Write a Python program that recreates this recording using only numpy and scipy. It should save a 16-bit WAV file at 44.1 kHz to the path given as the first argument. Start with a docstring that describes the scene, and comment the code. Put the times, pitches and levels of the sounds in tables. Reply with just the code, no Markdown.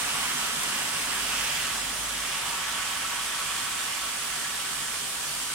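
"""Heavy rain on a night street, heard from a porch: countless drops merge into a hiss, a few tick close by.
Within the first second a car passes on the flooded road, tyres swishing through puddles, engine droning low.
The rain eases a little as the car drives off, and a house wall colours the receding swish.
After about two seconds the tyres are heard from behind: spray first, then a roar that holds
and slowly fades down the street under the steady pour."""
import sys
import numpy as np
from scipy import signal
from scipy.fft import rfft, irfft, next_fast_len
from scipy.io import wavfile
from scipy.ndimage import uniform_filter1d, map_coordinates

SR = 44100
rng = np.random.default_rng(int(sys.argv[2]) if len(sys.argv) > 2 else 0)


def materialize(psi):
    """Save the field psi as 16-bit PCM at rate SR to the path in sys.argv[1].

    A 1-D psi becomes a single channel; in a 2-D psi each row is a channel.
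    """
    bounded = np.clip(np.atleast_2d(psi).T, -1, 1)
    quanta = np.round(bounded * 32767).astype(np.int16)
    wavfile.write(sys.argv[1], SR, quanta)


N = 244314
TOP_HZ = 15850  # band limit
TREAD_HZ = 1020  # the tyre tread sounds below this pitch


def rain():
    """Far drops merge into a wash; nearer ones patter, the nearest as bright ticks on the right."""
    # a heavy burst easing to a steady pour: time_s, level_db
    shower = [(0, -30), (.5, -30.5), (1, -30.5), (2, -32), (2.75, -32.5), (3.5, -31.5), (4.1, -32),
              (5.54, -31.5)]
    # rain on asphalt, grass and leaves: pitch_hz, density_db
    wash_spectrum = [(120, -21.5), (330, -12), (520, -9), (900, -4), (2000, -5), (3100, -1.5), (4100, -3.5),
                     (6800, -4), (8200, -0.5), (9400, -1), (10800, -7.5), (13000, -12), (15800, -18.5)]
    level_db = np.interp(clock(), *np.transpose(shower))
    wash = coloured(scattered(patchy(depth_db=1.05, channels=2)), wash_spectrum)
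    drops = np.array([patter(pitch_hz=8950, spread=0.42, cycles=0.71, size_db=1.7, count=7000)
                      for side in "LR"])
    clusters = amp(0.94 * wobble(18) + 0.83 * np.array([wobble(23.76), wobble(23.97)]))
    ticks = amp([[-9], [0]]) * patter(pitch_hz=12500, spread=0.2, cycles=0.9, size_db=1.0, count=900)
    splashes = clusters * (amp(-8) * coloured(drops, wash_spectrum) + amp(-18.5) * ticks)
    sheets = amp(0.25 * wobble(16))  # the rain falls slightly unevenly
    return amp(level_db) * sheets * unit(wash + splashes)


def patter(pitch_hz, spread, cycles, size_db, count):
    """Drops land at random moments: each a tiny damped ring, a few louder than the rest."""
    t = np.arange(96) / SR
    start = rng.integers(0, N, count)
    hz = np.clip(pitch_hz * np.exp(spread * rng.standard_normal((count, 1))), 1, TOP_HZ)
    size = amp(size_db * np.minimum(rng.exponential(size=(count, 1)), 4))
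    rings = size * np.sin(2 * np.pi * hz * t) * np.exp(-hz * t / cycles)
    samples = start[:, None] + np.arange(len(t))
    return unit(np.bincount(samples.ravel(), rings.ravel(), N)[:N])


def near_drops(ring_hz, t60_s):
    """Single large drops burst on hard ground with a sharp tick."""
    # drops beside the porch: start_s, peak_db, left_minus_right_db
    landings = [(.634, -14, -5), (.641, -23, 2), (1.947, -27, -8), (2.44, -23.5, -6), (2.505, -25, -9),
                (2.688, -25.5, -6), (3.191, -27, 4), (3.26, -21.5, -7), (3.647, -23, -8), (3.97, -20.5, -6),
                (4.17, -24.5, -7), (4.355, -22, -10), (4.59, -22.5, -4), (5.351, -16.5, -6),
                (5.361, -24.5, 2), (5.434, -22, -5)]
    t = np.arange(SR // 50) / SR
    tick = np.sin(2 * np.pi * ring_hz * t) * np.exp(-np.log(1000) * t / t60_s)
    tick /= np.abs(tick).max()
    out = np.zeros((2, N + SR))
    for start_s, peak_db, pan_db in landings:
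        start = round(start_s * SR)
        out[:, start:start + len(t)] += amp([[peak_db + pan_db / 2], [peak_db - pan_db / 2]]) * tick
    return out[:, :N]


def tyres():
    """Wet tyres from the side, then from behind; all but their bass dips briefly."""
    # dips above 1 kHz: centre_s, half_length_s, depth_db
    dips = [(1.98, 0.13, 2.5), (5.12, 0.23, 2.5)]
    dip_db, = swells(dips)
    bass, treble = split(tyres_alongside(spray_hz=2230) + tyres_leaving(spray_hz=1980), edge_hz=1000)
    return bass + amp(-dip_db) * treble


def tyres_alongside(spray_hz):
    """The swish falls with distance; puddles throw up brighter spray, and their water damps the tread."""
    # tyre noise from the side: pitch_hz, density_db
    side_spectrum = [(200, -21), (450, -15), (750, -3.5), (1150, -1), (1450, -0.5), (2100, -1), (2500, -1),
                     (3200, -0.6), (4000, -11), (5300, -7.5), (8000, -15), (15800, -20)]
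    # puddles under the tyres: centre_s, half_length_s, swell_db, splash_db
    puddles = [(.17, 0.28, 3, 1), (.78, 0.083, 2.5, 0.5), (1.14, 0.2, -0.5, 2.5), (1.48, 0.23, 3.5, 5)]
    angle, loss_db = car_path()
    puddle_db, splash_db = swells(puddles)
    level_db = -33 - 0.87 * loss_db + puddle_db
    spray_db = -3 + 2 * np.sin(angle) + splash_db  # more spray behind the car
    hiss, spray = split(off_the_wall(swish(side_spectrum, depth_db=1.77), echo=0.18), spray_hz)
    tread, body = split(hiss, TREAD_HZ)
    return amp(level_db + 0.14 * wobble(17)) * (tread * amp(-0.5 * splash_db) + body + spray * amp(spray_db))


def tyres_leaving(spray_hz):
    """As the car turns its back, spray comes first; the lower roar follows with a surge of tread noise."""
    # tyre noise from behind: pitch_hz, density_db
    rear_spectrum = [(300, -26.5), (700, -14), (930, -6.5), (1130, -1), (1400, -4.5), (2000, -3),
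                     (2350, -2), (2600, -4), (3200, -2.1), (3900, -12.5), (8000, -13), (15800, -46)]
    # surges on the wet road: centre_s, half_length_s, tread_db, spray_db
    surges = [(2.3, 0.074, 2, 1.5), (2.47, 0.12, 5, 0), (2.8, 0.4, 4, 0), (4.05, 0.25, 1, -1)]
    rear = ringing(off_the_wall(swish(rear_spectrum, depth_db=1.32), echo=0.36))
    roar, spray = split(rear, spray_hz)
    tread, body = split(roar, TREAD_HZ)
    tread_db, spray_db = swells(surges)
    lower = (tread * amp(tread_db) + body) * roar_gain(start_s=2.28, fade_db_per_s=3.5)
    upper = spray * amp(spray_db) * roar_gain(start_s=2.04, fade_db_per_s=4)
    return amp(0.13 * wobble(11)) * (lower + upper)


def roar_gain(start_s, fade_db_per_s, attack_s=0.19, hold_s=1.55):
    """The roar's envelope: it builds by 3 dB, holds, then fades down the street."""
    since_s = clock() - start_s
    built = np.clip(since_s / attack_s, 0, 1)
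    fading_s = np.maximum(since_s - attack_s - hold_s, 0)
    return amp(-34.5 - 3 * (1 - built) - fade_db_per_s * fading_s)


def ringing(x):
    """Narrow resonances and hollows colour the roar; rms 1."""
    # peaks and notches: pitch_hz, width_hz, lift_db
    rings = [(786, 44, 5.5), (980, 50, 3), (1070, 57, -6.5), (1117, 44, 5.5), (1333, 29, 7),
             (1500, 45, 4.5), (1716, 60, 3.5), (1870, 60, 1), (2020, 76, -3), (2365, 70, 2.5),
             (2930, 65, 2.5), (3204, 46, 4), (3500, 81, 5)]
    lift_db = lambda hz: sum(db / (1 + (2 * (hz - centre) / width) ** 2) for centre, width, db in rings)
    return unit(filtered(x, lambda hz: amp(lift_db(hz))))


def swish(spectrum, depth_db, facing_rad=1.1, max_lag_ms=0.097):
    """Tyre noise: part comes straight from the car's bearing, part is scattered by the street."""
    # power that arrives straight from the car: pitch_hz, share
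    direct_share = [(400, 0.39), (800, 0.39), (1200, 0.76), (2200, 0.24), (2600, 0.47), (3300, 0.68),
                    (4000, 0.16), (5500, 0.42), (10000, .2)]
    angle, _ = car_path()
    lag_ms = max_lag_ms * np.sin(facing_rad - angle)  # between two microphones facing up the street
    half_lag = lag_ms * SR / 1000 / 2
    noise = patchy(depth_db, channels=3)
    lagged = np.array([map_coordinates(noise[0], [np.arange(N) + way * half_lag]) for way in (-1, 1)])
    direct = filtered(lagged, lambda hz: np.sqrt(along(direct_share, hz)))
    diffuse = filtered(scattered(noise[1:]), lambda hz: np.sqrt(1 - along(direct_share, hz)))
    return coloured(direct + diffuse, spectrum)


def off_the_wall(x, echo, low_hz=650, top_hz=2270):
    """Bounces between house walls comb the swish's mids; the detour shortens as the car drives on."""
    angle, _ = car_path()
    delay_ms = 5.26 + 0.14 * np.cos(angle)
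    delayed = np.arange(N) - delay_ms * SR / 1000
    returned = lambda hz: echo * np.exp(-(hz / top_hz) ** 4) * hz ** 2 / (hz ** 2 + low_hz ** 2)
    bounces = [x]
    for _ in range(3):
        reflected = filtered(bounces[-1], returned)
        bounces.append(np.array([map_coordinates(side, [delayed]) for side in reflected]))
    return unit(sum(bounces))


def engine():
    """The exhaust drones at the firing rate and booms three times; its overtones fade with distance."""
    # the exhaust's rush: pitch_hz, density_db
    exhaust_spectrum = [(50, -25), (85, 3), (130, -5), (340, -19), (430, -4.5), (620, 4.5), (800, -3),
                        (1400, -40)]
    # booms of the drone: centre_s, half_length_s, swell_db
    booms = [(.6, .1, 5), (1.33, 0.31, 9.5), (2.05, 0.4, 11)]
    _, loss_db = car_path()
    boom_db, = swells(booms)
    firing_hz = 48.2 + 0.55 * clock()  # the engine speeds up gently
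    phase = 2 * np.pi * np.cumsum(firing_hz * (1 + 0.00694 * wobble(11))) / SR
    drone = unit(np.sin(phase)) + amp(-1) * coloured(rng.standard_normal(N), exhaust_spectrum)
    hum = np.zeros(N)
    for order, nearest_db in enumerate([-64.5, -62, -63, -59.5], start=2):
        level_db = nearest_db - 0.91 * loss_db + 1.9 * wobble(7)
        hum += amp(level_db) * unit(np.sin(order * phase + 0.38 * wobble(12)))
    return amp(-62 + boom_db + 0.55 * wobble(9)) * drone + hum


def road_rumble():
    """The car's tyres hum on the road and recede into the steady rumble of far traffic."""
    # rolling hum of the near car: pitch_hz, density_db
    rolling_spectrum = [(20, -22), (50, -1), (100, -11), (130, -10), (155, 2.5), (190, -3), (260, 3.5),
                        (325, -11), (420, -4), (700, -27), (1500, -60)]
    # far traffic: pitch_hz, density_db
    traffic_spectrum = [(20, -15), (48, -2), (80, -3.5), (100, -3), (125, -4.5), (150, 4), (182, -3.5),
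                        (205, -1), (265, 1), (325, -7), (420, -4), (700, -24), (1500, -60)]
    _, loss_db = car_path()
    rolling = amp(-49 - 1.63 * loss_db) * coloured(rng.standard_normal(N), rolling_spectrum)
    traffic = amp(-53) * coloured(rng.standard_normal(N), traffic_spectrum)
    return rolling + traffic


def car_path(pass_s=0.61, speed_m_per_s=10.9, road_m=12.4):
    """A straight, steady pass: the angle from straight across (rad) and the inverse-distance loss (dB)."""
    ahead_m = speed_m_per_s * (clock() - pass_s)
    return np.arctan2(ahead_m, road_m), 20 * np.log10(np.hypot(ahead_m, road_m) / road_m)


def scattered(pair):
    """Sound from all around: alike at both microphones in the bass, unrelated in the treble."""
    # likeness of left and right: pitch_hz, correlation
    likeness = [(200, 0.89), (350, 0.2), (520, -0.14), (750, -0.34), (1250, 0.54), (1700, 0.35),
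                (2400, -0.31), (3200, 0.16), (4200, -0.1), (5200, 0.063), (9000, -0.0081)]
    turn = lambda hz: np.arccos(along(likeness, hz)) / 2
    mid, side = filtered(pair, lambda hz: np.array([np.cos(turn(hz)), np.sin(turn(hz))]))
    return np.array([mid + side, mid - side])


def patchy(depth_db, channels):
    """White noise whose strength drifts in small patches of time and frequency."""
    cells = signal.stft(rng.standard_normal((channels, N)), nperseg=512)[2]
    patches = uniform_filter1d(rng.standard_normal(cells.shape[1:]), size=6, axis=0)
    patches = uniform_filter1d(patches, size=12, axis=1)
    return unit(signal.istft(cells * amp(depth_db * unit(patches)), nperseg=512)[1][:, :N])


def swells(rows):
    """Bell-shaped swells from rows of centre_s, half_length_s, sizes: one curve per size column."""
    return sum(np.outer(sizes, np.exp(-((clock() - s) / half_s) ** 2)) for s, half_s, *sizes in rows)


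def wobble(rate):
    """A smooth random curve, rate knots a second."""
    return map_coordinates(rng.standard_normal(int(N * rate / SR) + 4), [np.arange(N) * rate / SR])


def split(x, edge_hz):
    """A crossover: the parts of x below and above an edge."""
    low = filtered(x, lambda hz: 1 / (1 + (hz / edge_hz) ** 8))
    return low, x - low


def coloured(x, spectrum):
    """x shaped by a spectrum, at rms 1."""
    return unit(filtered(x, lambda hz: amp(along(spectrum, hz))))


def filtered(x, response):
    """x through a frequency response."""
    size = next_fast_len(N + SR // 2)
    return irfft(rfft(x, size) * response(np.fft.rfftfreq(size, 1 / SR)), size)[..., :N]


def along(points, hz):
    """Points of pitch_hz, value, read on a log axis."""
    pitches, values = np.transpose(points)
    return np.interp(np.log(hz + 1), np.log(pitches + 1), values)


def clock():
    """The time of every sample, in seconds."""
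    return np.arange(N) / SR


def amp(db):
    """Decibels to gain."""
    return 10 ** (np.asarray(db) / 20)


def unit(x):
    """Scale to rms 1."""
    return x / np.sqrt(np.mean(x ** 2) + 1e-20)


def scene():
    """Rain all around and one passing car, with engine and rumble in the centre."""
    return tyres() + rain() + near_drops(ring_hz=9700, t60_s=0.0011) + engine() + road_rumble()


def record(dry):
    """Each microphone port adds its own colour; nothing is kept above the band limit."""
    # colour difference between the ports: pitch_hz, left_minus_right_db
    balance = [(180, 0), (400, 1.5), (560, -2), (920, -3), (1300, -0.5), (1800, 1), (2200, -1), (2650, -5),
               (3250, -5.5), (3950, -1), (5600, -4), (7900, -3.5), (9900, 0.5), (12000, -1), (15000, -4)]
    ports = lambda hz: amp(np.array([along(balance, hz), -along(balance, hz)]) / 2)
    equal_power = lambda hz: ports(hz) / np.sqrt(np.mean(ports(hz) ** 2, axis=0))
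    return filtered(dry, lambda hz: equal_power(hz) * (hz < TOP_HZ))


dry = scene()
out = record(dry)
materialize(out)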